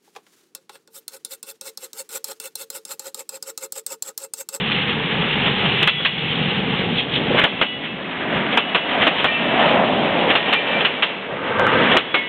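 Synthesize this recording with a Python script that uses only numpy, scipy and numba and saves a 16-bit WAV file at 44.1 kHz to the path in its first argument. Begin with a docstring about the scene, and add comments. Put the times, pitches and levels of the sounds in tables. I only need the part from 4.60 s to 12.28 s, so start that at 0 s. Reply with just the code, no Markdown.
"""A diesel railcar with coaches passes a few metres from a microphone beside the track.
At first the rails grind and hiss ahead of the train while the engine, made of noisy firing puffs, rumbles by.
Then filtered noise makes sleepers, rails and wheels roar as bogies pass; a middle coach adds a longer roar.
All along, wheels scuff, bang over a rail joint and ring, falling in pitch; the last bogie groans near the end.
The channel is narrow; a blow over the limiter's ceiling ducks everything for a moment."""
import sys
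import numpy as np
from scipy import signal
from scipy.fft import rfft, irfft
from scipy.io import wavfile
from scipy.ndimage import uniform_filter1d
from numba import njit

SR = 44100
rng = np.random.default_rng(int(sys.argv[2]) if len(sys.argv) > 2 else 0)


def pcm_store(signal):
    """Save signal as 16-bit PCM."""
    levels = np.round(np.clip(np.atleast_2d(signal), -1, 1) * 32767)
    wavfile.write(sys.argv[1], SR, levels.astype(np.int16).T)


N = 338688

# Leading engine. Each row: time in seconds, exhaust level in dB before surging, under-car boom level in dB.
ENGINE_LEVELS = [(0, -26.5, -33), (.6, -22.5, -40.5), (1.15, -23.5, -31.5), (1.6, -26, -37),
                 (1.88, -23, -26.5), (2.33, -22.5, -30.5), (2.46, -31, -47.5), (2.75, -22.5, -36),
                 (3.35, -33, -45)]
# Exhaust spectrum. Each row: frequency in Hz, gain in dB.
EXHAUST_SPECTRUM = [(21, -53), (35, -20.5), (96, -15), (134, -5), (157, -5.5), (209, -3), (318, -11),
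                    (373, -10), (431, -7.5), (476, -7), (645, -18.5), (734, -13.5), (836, -9.5),
                    (980, -32.5), (1100, -18.5), (1430, -38), (2420, -120)]
FIRING_HZ = 45.02  # mean rate
BOOM_HZ, BOOM_WIDTH_HZ = 153, 33

# Rails singing ahead of the train. Each row: time in seconds, grind and hiss levels in dB before trim and flutter.
APPROACH_LEVELS = [(0, -27.5, -23), (.2, -25.5, -20), (.45, -27, -25), (.65, -24, -23), (1.2, -26, -19.5),
                   (1.55, -28.5, -21.5), (1.8, -27.5, -22), (2.25, -28, -24), (2.6, -43, -38)]
# Bogies abreast of the microphone. Each row: time in seconds, then peak levels in dB before trim and
# fluctuation: sleeper rumble, rail roar, rail grind, wheel hiss.
BOGIE_PASSES = [(2.89, -22.5, -24.5, -23, -21), (3.82, -26, -27, -23.5, -28), (4.45, -28, -22, -23, -24),
                (5.62, -26.5, -20.5, -24, -25.5), (6.051, -27, -20, -21.5, -22),
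                (7.29, -22, -19.5, -17.5, -22)]
# Long roar of the middle coach. Each row: time in seconds, then rumble, roar, grind and hiss levels in dB
# before trim and fluctuation.
COACH_LEVELS = [(4.6, -31.5, -27, -31, -23.5), (4.87, -25.5, -24.5, -26, -26.5),
                (5.01, -23, -16.5, -18.5, -20), (5.22, -23, -15, -23.5, -25),
                (5.42, -22.5, -21.5, -42, -28), (5.7, -30, -30, -40, -37)]
SPEED_M_S, DISTANCE_M = 11.8, 3.35
# Sleeper rumble spectrum. Each row: frequency in Hz, gain in dB.
SLEEPER_SPECTRUM = [(21, -60), (35, -24), (59, -20.5), (113, -10.5), (168, 0), (271, 3), (348, -4),
                    (420, -4), (550, -26), (920, -120)]
# Centre of the rail's roar. Each row: time in seconds, frequency in Hz.
ROAR_CENTRE = [(2.6, 462), (3.0, 585), (3.8, 605), (4.5, 625), (5.1, 656), (5.6, 597), (6.3, 571),
               (7.1, 510), (7.6, 476)]
# Grinding treads. 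Each row: frequency in Hz, gain in dB.
GRIND_SPECTRUM = [(750, -15), (930, 0), (1060, -3), (1200, -1), (1430, -2), (1630, 0.5), (1900, 1),
                  (2400, -3)]
# Hissing wheel discs. Each row: frequency in Hz, gain in dB.
HISS_SPECTRUM = [(1600, -19.5), (2050, -3.5), (2400, -1), (2850, 3.5), (3350, 1), (3700, 0), (4300, -7)]

# Short knocks and sharp scuff onsets. Each row: start in seconds, level in dB at the start, pitch in Hz.
KNOCK_EVENTS = [(.116, -11.5, 2970), (1.229, -4.5, 2930), (2.703, -9, 378), (2.745, -10.5, 470),
                (2.770, -11.5, 985), (2.788, -8.5, 1760), (2.815, -5, 2150), (6.995, -8.5, 1250),
                (7.066, -7, 1254)]
# Last bogie's groan. Each row: time in seconds, level in dB.
GROAN_LEVELS = [(6.68, -36), (6.85, -25.5), (7.0, -17.5), (7.15, -17), (7.33, -24), (7.55, -36.5)]
# Its frame resonances. Each row: frequency in Hz, nominal width in Hz before broadening, mean level in dB.
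FRAME_MODES = [(108, 51, -5.5), (486, 110, 2.5), (512, 40, 1), (891, 57, 1), (1185, 180, -1.5),
               (1260, 160, -10.5), (1554, 43, 2.5)]

# Flanges brushing the rail. Each row: peak time in seconds, level in dB, treble tilt in dB per octave.
FLANGE_RASPS = [(.875, -13, 0), (1.059, -15, 0), (2.392, -13, 13.5), (2.558, -14, 11), (3.251, -16.5, 0),
                (3.765, -17, -2.5)]
# Steel rubbing on steel. Each row: frequency in Hz, gain in dB before tilt.
SCUFF_SPECTRUM = [(60, -11), (200, -2), (500, 5), (1000, 2.5), (2000, 6), (3300, 9.5), (4200, -4)]
# Scuff before a joint: its peak leads the blow; tilt is in dB per octave.
SCUFF_LEAD_S, SCUFF_RISE_S, SCUFF_FALL_S, SCUFF_TILT_DB = .042, 0.015, 0.028, -0.5
RASP_RISE_S, RASP_FALL_S = 0.033, .027

# Bogies crossing a rail joint. Each row: first axle's time in seconds, first and second scuff levels in dB,
# first and second blow levels in dB, blow tilt in dB per octave, first ring level in dB, its favoured pitch in Hz,
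# second ring level in dB, its favoured pitch in Hz, wheel kind (0 railcar, 1 coach).
JOINT_CROSSINGS = [ (1.275, -12, -15.5, 0.5, -2.5, 5.5, -12.5, 3380, -23, 2960, 0),
                   (2.8385, -6, -31, 3.5, 1, 0.5, -15.5, 2610, -13, 3110, 0),
                   (3.973, -14.5, -26.5, -6, -6, .5, -20.5, 2920, -27, 2870, 0),
                   (4.468, -10.5, -13, -4.5, -6.5, 0, -18.5, 2990, -15, 2565, 1),
                   (5.753, -9, -14.5, -3.5, -2.5, 2, -19.5, 2050, -15, 2370, 1),
                   (6.249, -15.5, -31.5, -7.5, -8.5, 2.5, -27, 2820, -29.5, 2600, 0),
                   (7.367, -10, -32, 2.5, 0.5, 1.5, -17.5, 3380, -12.5, 2270, 0)]
AXLE_GAP_S = .1745
# Wheel drop on the rail end. Each row: frequency in Hz, gain in dB before tilt.
BLOW_SPECTRUM = [(50, -32), (150, -9), (300, -2.5), (550, -0.5), (800, -1), (1200, -1), (1600, -2),
                 (2200, -3), (3000, 0), (4200, -9)]
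# Railcar wheel modes. Each row: initial pitch in Hz, level in dB, t60 in seconds before rail damping.
RAILCAR_MODES = [(1995, 1, 1.6), (2195, -1, 1.4), (2685, 1, 1.8), (2945, 0, 1.3), (3385, 2, 1.5)]
# Coach wheel modes. Each row: initial pitch in Hz, level in dB, t60 in seconds before rail damping.
COACH_MODES = [(1862, 3, 2.0), (2382, 0, 2.0), (2690, 0, 2.6), (3068, 1, 2.2), (3630, -6, 1.8)]
# Doppler fall of a ring. Columns: railcar, coach [share of initial pitch per second].
DOPPLER_PER_S = (.045, .07)
UNFAVOURED_DB = -10  # limit for a mode far from the favoured pitch

# Narrow channel. Each row: frequency in Hz, gain in dB.
CHANNEL_RESPONSE = [(3400, -2.5), (3800, -9), (4100, -14.5), (4400, -28), (4700, -57.5), (5200, -85.5)]
LIMIT_AT, CLIP_AT = 0.66, .72  # amplitudes
TOP_HZ = 15850


def undb(db):
    """Decibels to gain."""
    return 10 ** (np.asarray(db) / 20)


def unit(x):
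    """Scale to rms 1."""
    return x / np.sqrt(np.mean(x ** 2))


def curve(table, axis=1, fade_db_per_s=0):
    """One column joined by straight lines in time; a level may fade away beyond both ends."""
    rows, t = np.array(table), np.arange(N) / SR
    outside_s = abs(t - np.clip(t, rows[0, 0], rows[-1, 0]))
    return np.interp(t, rows[:, 0], rows[:, axis]) - fade_db_per_s * outside_s


def swell(table, axis=1):
    """Gain following a level curve and dying away outside it."""
    return undb(curve(table, axis=axis, fade_db_per_s=80))


def colour(x, spectrum, tilt_db_per_octave=0):
    """Filter by (Hz, dB) points, tilted about 2 kHz and falling away beyond both ends."""
    hz, db = np.transpose(spectrum)
    octave = np.log2(np.maximum(np.fft.rfftfreq(len(x), 1 / SR), 1))
    inside = np.clip(octave, np.log2(hz[0]), np.log2(hz[-1]))
    gain_db = np.interp(octave, np.log2(hz), db)
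    gain_db += tilt_db_per_octave * (inside - 11)  # 2 ** 11 Hz
    gain_db -= 24 * abs(octave - inside)
    return irfft(rfft(x) * undb(gain_db), len(x))


def walk(rate_hz, size=N):
    """Random levels, each held 1 / rate_hz then smoothed into slopes; rms 1."""
    hold = max(int(SR / rate_hz), 1)
    steps = np.repeat(rng.standard_normal(size // hold + 1), hold)
    return unit(uniform_filter1d(steps, hold)[:size])


def gritty(grit_db):
    """Dense tiny impacts of rough steel: noise of uneven size."""
    return rng.standard_normal(N) * undb(grit_db * walk(500))


def add(out, start_s, x):
    """Mix x in from a given time, cropping both ends."""
    i = int(start_s * SR)
    x, i = x[max(-i, 0):], max(i, 0)
    out[i:i + len(x)] += x[:max(N - i, 0)]


@njit
def resonance(x, centre_hz, width_hz):
    """State-variable band-pass with a moving centre."""
    y, band, low = np.empty(len(x)), 0., 0.
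    for i in range(len(x)):
        g, damping = np.tan(np.pi * centre_hz[i] / SR), width_hz / centre_hz[i]
        v = (band + g * (x[i] - low)) / (1 + g * (g + damping))
        band, low, y[i] = 2 * v - band, low + 2 * g * v, damping * v
    return y


def resonance_pair(x, centre_hz, width_hz):
    """Two equal resonances in series, for steeper skirts."""
    return resonance(resonance(x, centre_hz, width_hz), centre_hz, width_hz)


def passing(axis):
    """Gain of a rolling noise: sideways radiation makes bogies swell and fade quickly; the coach adds power."""
    t, power = np.arange(N) / SR, swell(COACH_LEVELS, axis=axis) ** 2
    for bogie in BOGIE_PASSES:
        along_m = SPEED_M_S * (t - bogie[0])
        gain = undb(bogie[axis]) / (1 + (along_m / DISTANCE_M) ** 2)
        power = power + gain ** 2
    return np.sqrt(power)


def engine(pulse_db=-6, surge_db=1.0):
    """Uneven firings release puffs of gas that boom under the car body; the car then moves out of earshot."""
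    phase = np.cumsum(FIRING_HZ * (1 + .03 * walk(30))) / SR % 1
    stroke = np.exp(-phase / 0.5)
    gas = (stroke + 2.0) * rng.standard_normal(N)
    pulses = undb(pulse_db) * unit(np.diff(stroke, prepend=1)) * walk(60)
    exhaust = unit(colour(gas + pulses, EXHAUST_SPECTRUM))
    boom = unit(resonance(exhaust, np.full(N, float(BOOM_HZ)), float(BOOM_WIDTH_HZ)))
    exhaust_gain = swell(ENGINE_LEVELS, axis=1) * undb(surge_db * walk(12))
    return exhaust * exhaust_gain + boom * swell(ENGINE_LEVELS, axis=2)


def track(rumble_trim_db=0.84, roar_trim_db=0.7):
    """Bogies shake the sleepers and drive the rail's broad bending resonance."""
    judder = walk(24)
    rumble = unit(colour(gritty(grit_db=1.0), SLEEPER_SPECTRUM)) * passing(axis=1)
    roar = unit(resonance_pair(gritty(grit_db=1.0), curve(ROAR_CENTRE), 520.)) * passing(axis=2)
    return rumble * undb(rumble_trim_db + 0.92 * judder) + roar * undb(roar_trim_db + 1.2 * judder)


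def rolling(grind_trim_db=0.07, hiss_trim_db=0.87):
    """Rough treads grind on the rail and hiss in the wheel discs, fluttering together; rails carry it ahead."""
    flutter = walk(28)
    grind_gain = np.hypot(passing(axis=3), swell(APPROACH_LEVELS, axis=1))
    grind = unit(colour(gritty(grit_db=1.5), GRIND_SPECTRUM)) * grind_gain
    hiss_gain = np.hypot(passing(axis=4), swell(APPROACH_LEVELS, axis=2))
    hiss = unit(colour(gritty(grit_db=1.0), HISS_SPECTRUM)) * hiss_gain
    return grind * undb(grind_trim_db + 0.72 * flutter) + hiss * undb(hiss_trim_db + 1.2 * flutter)


def knocks(width_share=.75, t60_s=.09):
    """Short knocks and sharp scuffs: noise through a broad resonance, decaying fast."""
    out, t = np.zeros(N), np.arange(SR // 4) / SR
    for start_s, db, hz in KNOCK_EVENTS:
        noise = rng.standard_normal(len(t))
        body = unit(resonance_pair(noise, np.full(len(t), float(hz)), float(width_share * hz)))
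        add(out, start_s, body * undb(db - 60 * t / t60_s))
    return out


def groan():
    """The last bogie's flanges rub in the curve and shake its frame in lumpy bursts."""
    rub = gritty(grit_db=1.5) * undb(1.1 * walk(35))
    frame = 0
    for hz, width_hz, db in FRAME_MODES:
        mode = resonance_pair(rub, np.full(N, float(hz)), 1.5 * width_hz)
        frame = frame + mode * undb(db + 1.6 * walk(16))
    return unit(frame) * swell(GROAN_LEVELS)


def rasp(rise_s, fall_s, tilt_db_per_octave):
    """Steel rubs on steel, swelling and dying; the peak lies in the middle of half a second."""
    t = np.arange(SR // 2) / SR - 1 / 4
    rub = unit(colour(rng.standard_normal(len(t)), SCUFF_SPECTRUM, tilt_db_per_octave))
    return rub * np.exp(-abs(t) / np.where(t < 0, rise_s, fall_s))


def scuffs():
    """Each wheel rasps over the worn rail before a joint; now and then a flange brushes the rail."""
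    out = np.zeros(N)
    for axle_s, first_db, second_db, *_ in JOINT_CROSSINGS:
        for at_s, db in (axle_s, first_db), (axle_s + AXLE_GAP_S, second_db):
            x = undb(db) * rasp(SCUFF_RISE_S, SCUFF_FALL_S, SCUFF_TILT_DB)
            add(out, at_s - SCUFF_LEAD_S - len(x) / SR / 2, x)
    for peak_s, db, tilt in FLANGE_RASPS:
        x = undb(db) * rasp(RASP_RISE_S, RASP_FALL_S, tilt)
        add(out, peak_s - len(x) / SR / 2, x)
    return out


def wheel_ring(modes, favoured_hz, doppler_per_s, waver=0.003, flutter_db=3.5, damping_db_per_s=14):
    """Struck wheel modes ring, damped by the rail; they flutter as the wheel turns and sink as it goes by."""
    t = np.arange(2 * SR) / SR
    ring = 0
    for hz, db, t60_s in modes:
        # the spot where the tread is struck decides which mode speaks most
        strike_db = UNFAVOURED_DB * (1 - np.exp(-((hz - favoured_hz) / 260) ** 2))
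        pitch_hz = hz * (1 - doppler_per_s * t + waver * walk(40, size=len(t)))
        turns = np.cumsum(pitch_hz) / SR + rng.random()
        decay_db = (60 / t60_s + damping_db_per_s) * t
        level_db = db + strike_db + flutter_db * walk(30, size=len(t)) - decay_db
        ring = ring + undb(level_db) * np.sin(2 * np.pi * turns)
    return ring * np.minimum(t / 0.0048, 1)


def blow(tilt_db_per_octave, chatter_s=0.012, blow_t60_s=0.11, tail_db=-12, tail_t60_s=0.52):
    """The wheel drops on the rail end and chatters briefly; the bogie rattles."""
    t = np.arange(SR // 2) / SR
    chatter, tail = rng.standard_normal((2, len(t)))
    # the load builds up over the first milliseconds
    rise_db = -3 * np.exp(-t / .003)
    chatter_db = rise_db - 60 * np.maximum(t - chatter_s, 0) / blow_t60_s
    chatter = unit(colour(chatter, BLOW_SPECTRUM, tilt_db_per_octave)) * undb(chatter_db)
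    # the wheel disc takes a moment to pick up the blow
    pickup = np.minimum(t / 0.005, 1)
    tail = unit(colour(tail, HISS_SPECTRUM)) * undb(tail_db - 60 * t / tail_t60_s) * pickup
    return chatter + tail


def joints():
    """The two axles of a bogie hit the joint one after the other, and each wheel rings on."""
    out = np.zeros(N)
    for row in JOINT_CROSSINGS:
        axle_s, _, _, first_db, second_db, tilt, ring1_db, ring1_hz, ring2_db, ring2_hz, wheel = row
        kind = int(wheel > .5)
        modes = (RAILCAR_MODES, COACH_MODES)[kind]
        first = axle_s, first_db, ring1_db, ring1_hz
        second = axle_s + AXLE_GAP_S, second_db, ring2_db, ring2_hz
        for at_s, db, ring_db, favoured_hz in (first, second):
            add(out, at_s, undb(db) * blow(tilt))
            add(out, at_s, undb(ring_db) * wheel_ring(modes, favoured_hz, DOPPLER_PER_S[kind]))
    return out


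def scene():
    """The whole train at one microphone."""
    return (engine() + track() + rolling() + knocks() + groan() + scuffs() + joints())[None]


@njit
def limiter(x, ceiling, attack_s, release_s):
    """Turn the gain down quickly while the tracked peak is over the ceiling; let it back slowly."""
    y, peak = np.empty(len(x)), 0.
    for i in range(len(x)):
        peak += (abs(x[i]) - peak) / (SR * (attack_s if abs(x[i]) > peak else release_s))
        y[i] = x[i] * ceiling / max(peak, ceiling)
    return y


def record(dry, attack_s=0.00038, release_s=0.27):
    """Limit, narrow and clip: fast peaks can slip past the limiter and clip; then low-pass."""
    held = limiter(dry[0], float(LIMIT_AT), float(max(attack_s, 1 / SR)), float(release_s))
    narrow = colour(held, [(15, 0.016)] + list(CHANNEL_RESPONSE))
    clipped = np.clip(narrow, -CLIP_AT, CLIP_AT)
    lowpass = signal.ellip(8, .2, 70, TOP_HZ, fs=SR, output="sos")
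    return signal.sosfilt(lowpass, clipped)[None]


dry = scene()
out = record(dry)
pcm_store(out)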